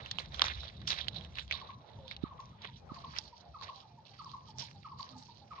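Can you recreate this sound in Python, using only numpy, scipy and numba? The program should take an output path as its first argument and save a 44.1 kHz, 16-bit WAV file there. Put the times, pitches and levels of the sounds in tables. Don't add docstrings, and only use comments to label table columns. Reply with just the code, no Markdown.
import sys
import numpy as np
from scipy import signal
from scipy.fft import rfft, irfft
from scipy.io import wavfile
from scipy.ndimage import uniform_filter1d
from numba import njit

SR = 44100
rng = np.random.default_rng(int(sys.argv[2]) if len(sys.argv) > 2 else 0)


def file_out(sig):
    cols = np.atleast_2d(sig).T
    lim = np.clip(cols, -1, 1)
    pcm = np.round(lim * 32767).astype(np.int16)
    wavfile.write(sys.argv[1], SR, pcm)


N = 246959
LEFT_LEAD_S = .00043


def undb(db):
    return 10 ** (np.asarray(db) / 20)


def unit(x):
    return x / np.sqrt(np.mean(x ** 2))


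def curves(table):
    s, *columns = np.transpose(table)
    return [np.interp(np.arange(N) / SR, s, c) for c in columns]


def colour(x, points):
    hz, db = np.transpose(points)
    size = 2 ** 13
    grid = np.maximum(np.arange(size // 2 + 1) * SR / size, 1)
    log_gain = np.interp(np.log(grid), np.log(hz), db) * np.log(10) / 20
    cepstrum = irfft(log_gain)
    cepstrum[1:size // 2] *= 2
    cepstrum[size // 2 + 1:] = 0
    impulse = irfft(np.exp(rfft(cepstrum)))
    return signal.fftconvolve(np.atleast_2d(x), impulse[None], axes=1)[:, :N]


@njit
def svf(x, hz, width):
    y, b, l = np.empty(len(x)), 0., 0.
    for i in range(len(x)):
        g, k = np.tan(np.pi * hz[i] / SR), width[i] / hz[i]
        v = (b + g * (x[i] - l)) / (1 + g * (g + k))
        b, l, y[i] = 2 * v - b, l + 2 * g * v, k * v
    return y


def band(x, hz, width):
    return svf(x, np.full(len(x), 1. * hz), np.full(len(x), 1. 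* width))


def walk(rate):
    hold = int(SR / rate)
    steps = np.repeat(rng.standard_normal(N // hold + 1), hold)
    return unit(uniform_filter1d(uniform_filter1d(steps, hold), hold)[:N])


def add(out, sound, s):
    i = int(s * SR)
    out[..., i:i + sound.shape[-1]] += sound[..., :max(N - i, 0)]


def panned(sound, pan_db):
    gain = undb(np.array([[pan_db], [-pan_db]]) / 2)
    return sound * gain / gain.mean()


def birds():
    # (start [s], level before colouring [dB], top [Hz], bottom [Hz], length [s])
    opening_notes = [(1.535, -51, 1175, 836, 0.029), (1.61, -48.5, 1171, 784, 0.026),
                     (1.688, -46.5, 1150, 886, 0.027)]
    opening_answers = [(1.838, -52.5, 920, 770, 0.022), (1.897, -61, 956, 800, 0.025),
                       (1.973, -57, 1007, 830, .028), (2.051, -60.5, 1003, 865, 0.025),
                       (2.167, -57.5, 842, 760, 0.025)]
    # (time after its start [s], level [dB], top [Hz], bottom [Hz], length [s])
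    phrase_notes = [(.003, -46.5, 1320, 760, .034), (.069, -46, 1141, 820, 0.0287),
                    (.148, -41, 1150, 847, .024)]
    answer_notes = [(.282, -58.5, 1274, 1180, 0.025), (.297, -53, 958, 789, .028),
                    (.360, -54, 970, 790, .03), (.432, -52.5, 1010, 820, .032), (.56, -56, 850, 750, 0.036)]
    # (start [s], level [dB], top [Hz], bottom [Hz], length [s], left minus right [dB])
    coo_notes = [(1.98, -57, 562, 499.6, 0.127, 5), (2.78, -77, 2480, 2400, .07, 0),
                 (3.53, -78, 2600, 2500, .06, 0), (3.89, -74, 2450, 2380, .06, 0),
                 (2.915, -65.5, 716, 664, 0.19, -10.5), (3.26, -67, 843, 750, 0.063, -6),
                 (3.376, -64, 742, 676, 0.15, -12.5), (3.492, -71, 689, 670, 0.08, -10),
                 (3.749, -58, 804, 770, 0.063, -15), (3.874, -64.5, 740, 671, 0.12, -10),
                 (5.10, -60, 261, 241, .15, -4), (5.473, -68, 714, 672, .12, 2)]
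    # (centre [Hz], width [Hz], gain [dB])
    ear_modes = [
        [(1116, 75, 2), (1197, 180, -5.5), (990, 900, -10)],
        [(884, 113, 6.5), (1312, 220, 1), (1167, 300, -6), (1010, 1100, -19)],
    ]

    near, far = np.zeros(N), np.zeros((2, N))
    for s, *note in opening_notes + phrases(phrase_notes):
        add(near, whistle(*note), s)
    for s, *note in opening_answers + phrases(answer_notes):
        add(far, panned(whistle(*note, bend=1.03), -2.8), s)
    for s, *note, pan_db in coo_notes:
        add(far, panned(whistle(*note, skew=0.73, bend=0.85), pan_db), s)
    far = far * undb(3.3 * walk(70))
    ears = [sum(undb(db) * band(near, hz, width) for hz, width, db in modes) for modes in ear_modes]
    direct = undb(2.0) * np.array(ears) + far
    return np.array([signal.fftconvolve(x, tail(t60_s=0.38, db=-2.5, gap_s=0.0073))[:N] for x in direct])


def phrases(template):
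    # (start [s], level offset [dB], stretch of the timing [ratio])
    repeats = [(2.236, -4.5, 1.03), (2.888, -3.5, 1.01), (3.537, -2.5, 1.005), (4.186, -1.7, 1),
               (4.841, -1.3, 1.025), (5.503, -0.9, 1.07)]
    return [(s + at * stretch, db + rel_db, *shape)
            for s, db, stretch in repeats
            for at, rel_db, *shape in template]


def whistle(db, top_hz, bottom_hz, length_s, skew=0.82, bend=1.545):
    u = np.arange(int(length_s * SR)) / (length_s * SR)
    pitch_hz = top_hz + (bottom_hz - top_hz) * u ** bend
    phase = 2 * np.pi * np.cumsum(pitch_hz) / SR
    envelope = np.sin(np.pi * u ** skew) ** 0.98
    return undb(db) * envelope * (np.sin(phase) + undb(-26.5) * np.sin(2 * phase))


def tail(t60_s, db, gap_s):
    t = np.arange(int(SR / 2)) / SR
    scatter = rng.standard_normal(len(t)) * (rng.random(len(t)) < .2) * undb(-60 * t / t60_s) * (t > gap_s)
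    scatter *= undb(db) / np.sqrt(np.sum(scatter ** 2))
    scatter[0] = 1
    return scatter


def leaves():
    # (centre [Hz], width [Hz], relative level [dB])
    crisp_rings = [(2880, 1100, -9), (3280, 780, -4), (3940, 930, -.5), (4510, 630, -4.5),
                   (5370, 840, -3.5)]
    dull_rings = [(657, 380, -6.5), (1100, 600, 0), (1740, 820, 0.5), (2210, 900, -4.5)]
    fine_rings = [(5970, 1500, 2.5), (7730, 3700, 4.5), (10500, 2200, 5.5), (14600, 3000, 2.5)]

    crisp_gain, dull_gain, fine_gain = pressure()
    crisp = ports(crackle(crisp_rings, 2000, 2.8, 3.0), 1.0 * crackle(crisp_rings, 2600, 4.0, 2.7), -2.4)
    dull = ports(crackle(dull_rings, 1300, 2.8, 3.0), 1.1 * crackle(dull_rings, 1500, 1.9, 3.0), -3.5)
    fine = ports(crackle(fine_rings, 3000, 2.8, 5.0), 1.4 * crackle(fine_rings, 2700, 2.8, 3.9), 3.1)
    return crisp_gain * crisp + dull_gain * dull + fine_gain * fine


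def pressure():
    # (peak time [s], crisp level [dB], dull level [dB],
    # fine treble level [dB], time to swell 20 dB [s], time to fade 20 dB [s])
    footfalls = [(0.06, -54, -56, -62, .2, .3), (0.194, -49, -43, -43, .015, .06),
                 (0.355, -51, -53, -50, .06, .12), (0.449, -42, -42, -45, .1, .11),
                 (0.655, -45, -54, -66, .25, .12), (0.82, -60, -62, -66, .08, .1),
                 (0.876, -29, -58, -28, .004, .08), (0.905, -35, -40, -37, .03, .07),
                 (0.994, -43, -49, -58, .1, .1), (1.18, -45, -57, -66, .06, .03),
                 (1.243, -54, -60, -58, .08, .08), (1.385, -44, -50, -48, .045, .08),
                 (1.521, -43, -48, -60, .03, .11), (1.7, -62, -59, -66, .2, .06),
                 (1.89, -63, -74, -74, .07, .3), (2.125, -50, -60, -70, .1, .05),
                 (2.235, -63, -63, -68, .05, .1), (2.409, -68, -70, -67, .05, .15),
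                 (2.625, -58, -57, -65, .02, .15), (2.654, -61, -50, -65, .06, .05),
                 (2.77, -53, -69, -68, .05, .025), (2.947, -61, -69, -64, .06, .5),
                 (3.177, -53, -52, -51, .15, .07), (3.279, -58, -76, -60, .15, .04),
                 (3.346, -64, -85, -72, .04, .2), (3.635, -49, -52, -56, .03, .1),
                 (3.785, -54, -80, -59, .25, .09), (4.061, -62, -85, -69, .02, .4),
                 (4.194, -68, -62, -68, .12, .08), (4.326, -58, -71, -62, .15, .08),
                 (4.484, -58, -78, -65, .03, .065), (4.596, -45, -52, -43, .025, .12),
                 (4.865, -61, -74, -80, .15, .09), (4.995, -54, -68, -52, .02, .2),
                 (5.232, -62, -76, -58, .2, .15), (5.37, -63, -76, -68, .15, .1),
                 (5.54, -64, -65, -65, .08, .3)]
    # (crisp level [dB], dull level [dB], fine level [dB])
    stir_db = (-78, -80, -74)

    t, power = np.arange(N) / SR, undb(stir_db)[:, None] ** 2
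    for s, *db, swell_s, fade_s in footfalls:
        shape = undb(-20 * np.maximum((s - t) / swell_s, (t - s) / fade_s))
        power = power + (undb(db)[:, None] * shape) ** 2
    return np.sqrt(power)


def crackle(rings, rate, spread_db, drift_db):
    shared = grains(rate, spread_db)
    total = np.zeros(N)
    for hz, width, db in rings:
        drift = drift_db * (walk(30) + 0.35 * walk(9))
        clicks = shared + grains(rate, spread_db)
        ring = unit(band(band(clicks, hz, width), hz, 1.5 * width))
        total += undb(db + drift) * ring
    return unit(total * undb(3.3 * walk(110)))


def grains(rate, spread_db):
    when, size = rng.random((N, 2)).T
    loudness = undb(-spread_db * np.log(1 - size))
    return unit((when < rate / SR) * loudness * rng.standard_normal(N))


def ports(x, own, left_db):
    # (time [s], centre [Hz], width [Hz])
    ring_path = [(0, 3750, 604), (2.7, 3700, 701), (3.0, 4600, 1515), (3.6, 4200, 1295), (4.5, 4600, 1450),
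                 (5.6, 4400, 1542)]
    right = np.roll(x, int(LEFT_LEAD_S * SR))
    ring = undb(13) * svf(right, *curves(ring_path))
    both = np.array([undb(left_db) * unit(x + own), right + ring])
    return both / both.mean(axis=0).std()


def snaps():
    # (time at the right port [s], peak level [dB],
    # nominal centre [Hz], left minus right [dB], knock relative to peak [dB], burst decay [s])
    snap_events = [(0.0607, -33, 2920, -12, -21, 0.0008), (0.1124, -20.5, 4200, 0, -41, 0.0021),
                   (0.186, -22, 3010, -11, -11, 0.0005), (0.2591, -38, 3960, -14, -36, 0.0011),
                   (0.3436, -33, 3570, -25, -13, 0.0023), (0.395, -19.5, 3380, -11, -10.5, 0.0009),
                   (0.4191, -6, 3630, -12, -10, 0.0012), (0.4419, -21, 3900, -7, -6, 0.0012),
                   (0.4826, -23, 3630, -7, -13, 0.0007), (0.633, -41, 3750, -10, 2, 0.0005),
                   (0.817, -42, 3230, -20, -12, 0.0004), (0.873, -32, 3420, -14, -42, 0.001),
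                   (0.879, -25, 3670, -14, -30, 0.0006), (0.9046, -14, 3860, -3.5, -35, 0.001),
                   (0.9308, -24, 3860, -18, -35, 0.0009), (0.9877, -33, 3570, -15, -25, 0.0014),
                   (1.0828, -20.5, 3710, -13, -51, 0.0015), (1.1464, -41, 3800, -10, -12, 0.0009),
                   (1.2102, -39, 3250, -10, -30, 0.0009), (1.2482, -39, 3030, -10, -28, 0.0008),
                   (1.355, -34, 3880, -5, -23, 0.0007), (1.3853, -24.5, 2480, -9, -35, 0.0008),
                   (1.479, -41, 3450, -13, -23, 0.0009), (1.511, -23, 2400, -17, -20.5, 0.0026),
                   (1.525, -22, 3070, 3, -40, 0.0005), (1.6155, -40, 3800, -12, -11, 0.0009),
                   (2.0802, -35, 3700, -10, -35, 0.0007), (2.1125, -29, 2240, -8, -36, 0.0005),
                   (2.165, -35, 3660, -1.5, -31, 0.0022), (2.4028, -45, 4030, -3.5, -5, 0.0016),
                   (2.6193, -39, 3960, -3, -17, 0.0013), (2.652, -35, 1960, 1, -5, 0.0008),
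                   (2.944, -42, 4540, -12, -11, 0.0009), (3.1643, -32, 1900, -2, -20, 0.0013),
                   (3.1858, -16.5, 5080, -20, -26, 0.0018), (3.612, -39, 4170, -16, -7, 0.0011),
                   (3.6237, -38, 4300, -16, -4, 0.0015), (4.0535, -46.5, 4080, -10, -19.5, 0.0011),
                   (4.2455, -39.5, 5340, -13, -12, 0.0009), (4.3163, -40.5, 4460, -21, -12, 0.0009),
                   (4.5846, -27.5, 5770, -20, -24, 0.0011), (4.9866, -43.5, 4650, -12, -9, 0.0012),
                   (5.2255, -44, 4570, -18, -17, 0.0016), (5.534, -48.5, 2260, -4, 0, 0.0009)]
    out, t = np.zeros((2, N)), np.arange(int(.04 * SR)) / SR
    for s, db, hz, pan_db, low_db, burst_s in snap_events:
        envelope = np.exp(-t / burst_s) + .09 * np.exp(-t / .008)
        burst = rng.standard_normal((2, len(t))) * envelope
        burst[1] = 0.82 * burst[0] + 1.32 * burst[1]
        burst[:, 0] += 2.5
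        left = band(band(burst[0], 1.34 * hz, 1.6 * hz), 0.94 * hz, 0.88 * hz)
        right = band(band(burst[1], hz, 0.16 * hz), hz, 1.1 * hz) + 0.16 * band(burst[1], hz, 1.5 * hz)
        knock = band(band(burst[0], 1000, 1000), 1000, 1300)
        crack = panned(np.array([left / abs(left).max(), right / abs(right).max()]), pan_db)
        add(out[0], undb(db + 3.5) * crack[0], s - LEFT_LEAD_S)
        add(out[1], undb(db + 0.73) * crack[1], s)
        add(out, undb(db + low_db - 1) * panned(knock / abs(knock).max(), -3.5), s)
    return out


def bumps():
    # (start [s], peak level [dB], nominal pitch [Hz], left minus right [dB])
    case_knocks = [(2.232, -26, 216, -38), (2.913, -37, 200, -25)]
    out, t = np.zeros((2, N)), np.arange(int(.03 * SR)) / SR
    for s, db, hz, pan_db in case_knocks:
        envelope = np.exp(-((t - .007) * hz / 0.46) ** 2)
        swing = envelope * np.cos(2 * np.pi * 1.08 * hz * (t - .0075))
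        add(out, panned(undb(db) * swing, pan_db), s)
    return out


def ground():
    # (time [s], level [dB], level of the deep part [dB])
    rumble_path = [(0, -56, -60), (.3, -53, -57), (.58, -51, -55), (.72, -60, -66), (.82, -53, -57),
                   (1.3, -57, -62), (1.53, -56, -59), (1.85, -63, -74), (1.98, -57, -57), (2.3, -58, -62),
                   (2.71, -62, -70), (2.98, -55, -61), (3.4, -68, -78), (3.49, -60, -68), (3.88, -68, -80),
                   (4.2, -63, -80), (4.63, -58, -74), (5.0, -62, -78), (5.6, -65, -76)]
    # (frequency [Hz], relative gain [dB])
    rumble_tone = [(50, -28), (85, -3), (130, -1.5), (226, -11), (255, -17), (338, -20.5), (377, -22),
                   (500, -28), (650, -62), (1100, -120)]
    # (time [s], level [dB])
    wood_path = [(0, -61), (.5, -65), (1.1, -61), (1.7, -66), (2.2, -64), (2.7, -68), (3.7, -67),
                 (4.1, -70), (5.6, -68)]

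    rumble_db, deep_db = curves(rumble_path)
    mid, side = colour(rng.standard_normal((2, N)), rumble_tone)
    deep, deep_side = (band(band(band(w, 68, 36), 68, 40), 68, 44) for w in rng.standard_normal((2, N)))
    rumble = unit(mid) * undb(rumble_db + 3.3 * walk(18)) + unit(deep) * undb(deep_db + 3.5 * walk(9))
    apart = unit(side) * undb(rumble_db - 13.5) + unit(deep_side) * undb(deep_db - 12)
    rumble = rumble + apart * np.array([[1], [-1]])

    *wide, common = rng.standard_normal((3, N))
    murmur = []
    for own in wide:
        wavering = band(own + 1.3 * common, 620, 500) * undb(5.3 * walk(13))
        murmur.append(unit(band(wavering, 640, 700)))

    airs = [band(rng.standard_normal(N), 2500, 5700) * undb(3.6 * walk(9)) for _ in range(2)]
    air = ports(*airs, left_db=-2.5)
    return rumble + undb(curves(wood_path)[0]) * np.array(murmur) + undb(-79.5) * air


def scene():
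    return birds() + leaves() + snaps() + bumps() + ground()


def record(dry):
    # (frequency [Hz], gain [dB])
    mic_response = [(20, 3), (4000, 0.5), (5500, -4.5), (6500, -9.5), (7500, -20), (9000, -30.5),
                    (11000, -42), (13000, -44.5), (15200, -36)]
    hiss_db, top_hz = -99.5, 15700
    sound = colour(dry, mic_response) + undb(hiss_db) * rng.standard_normal(dry.shape)
    return signal.sosfilt(signal.ellip(8, .2, 40, top_hz, fs=SR, output="sos"), sound)


dry = scene()
out = record(dry)
file_out(out)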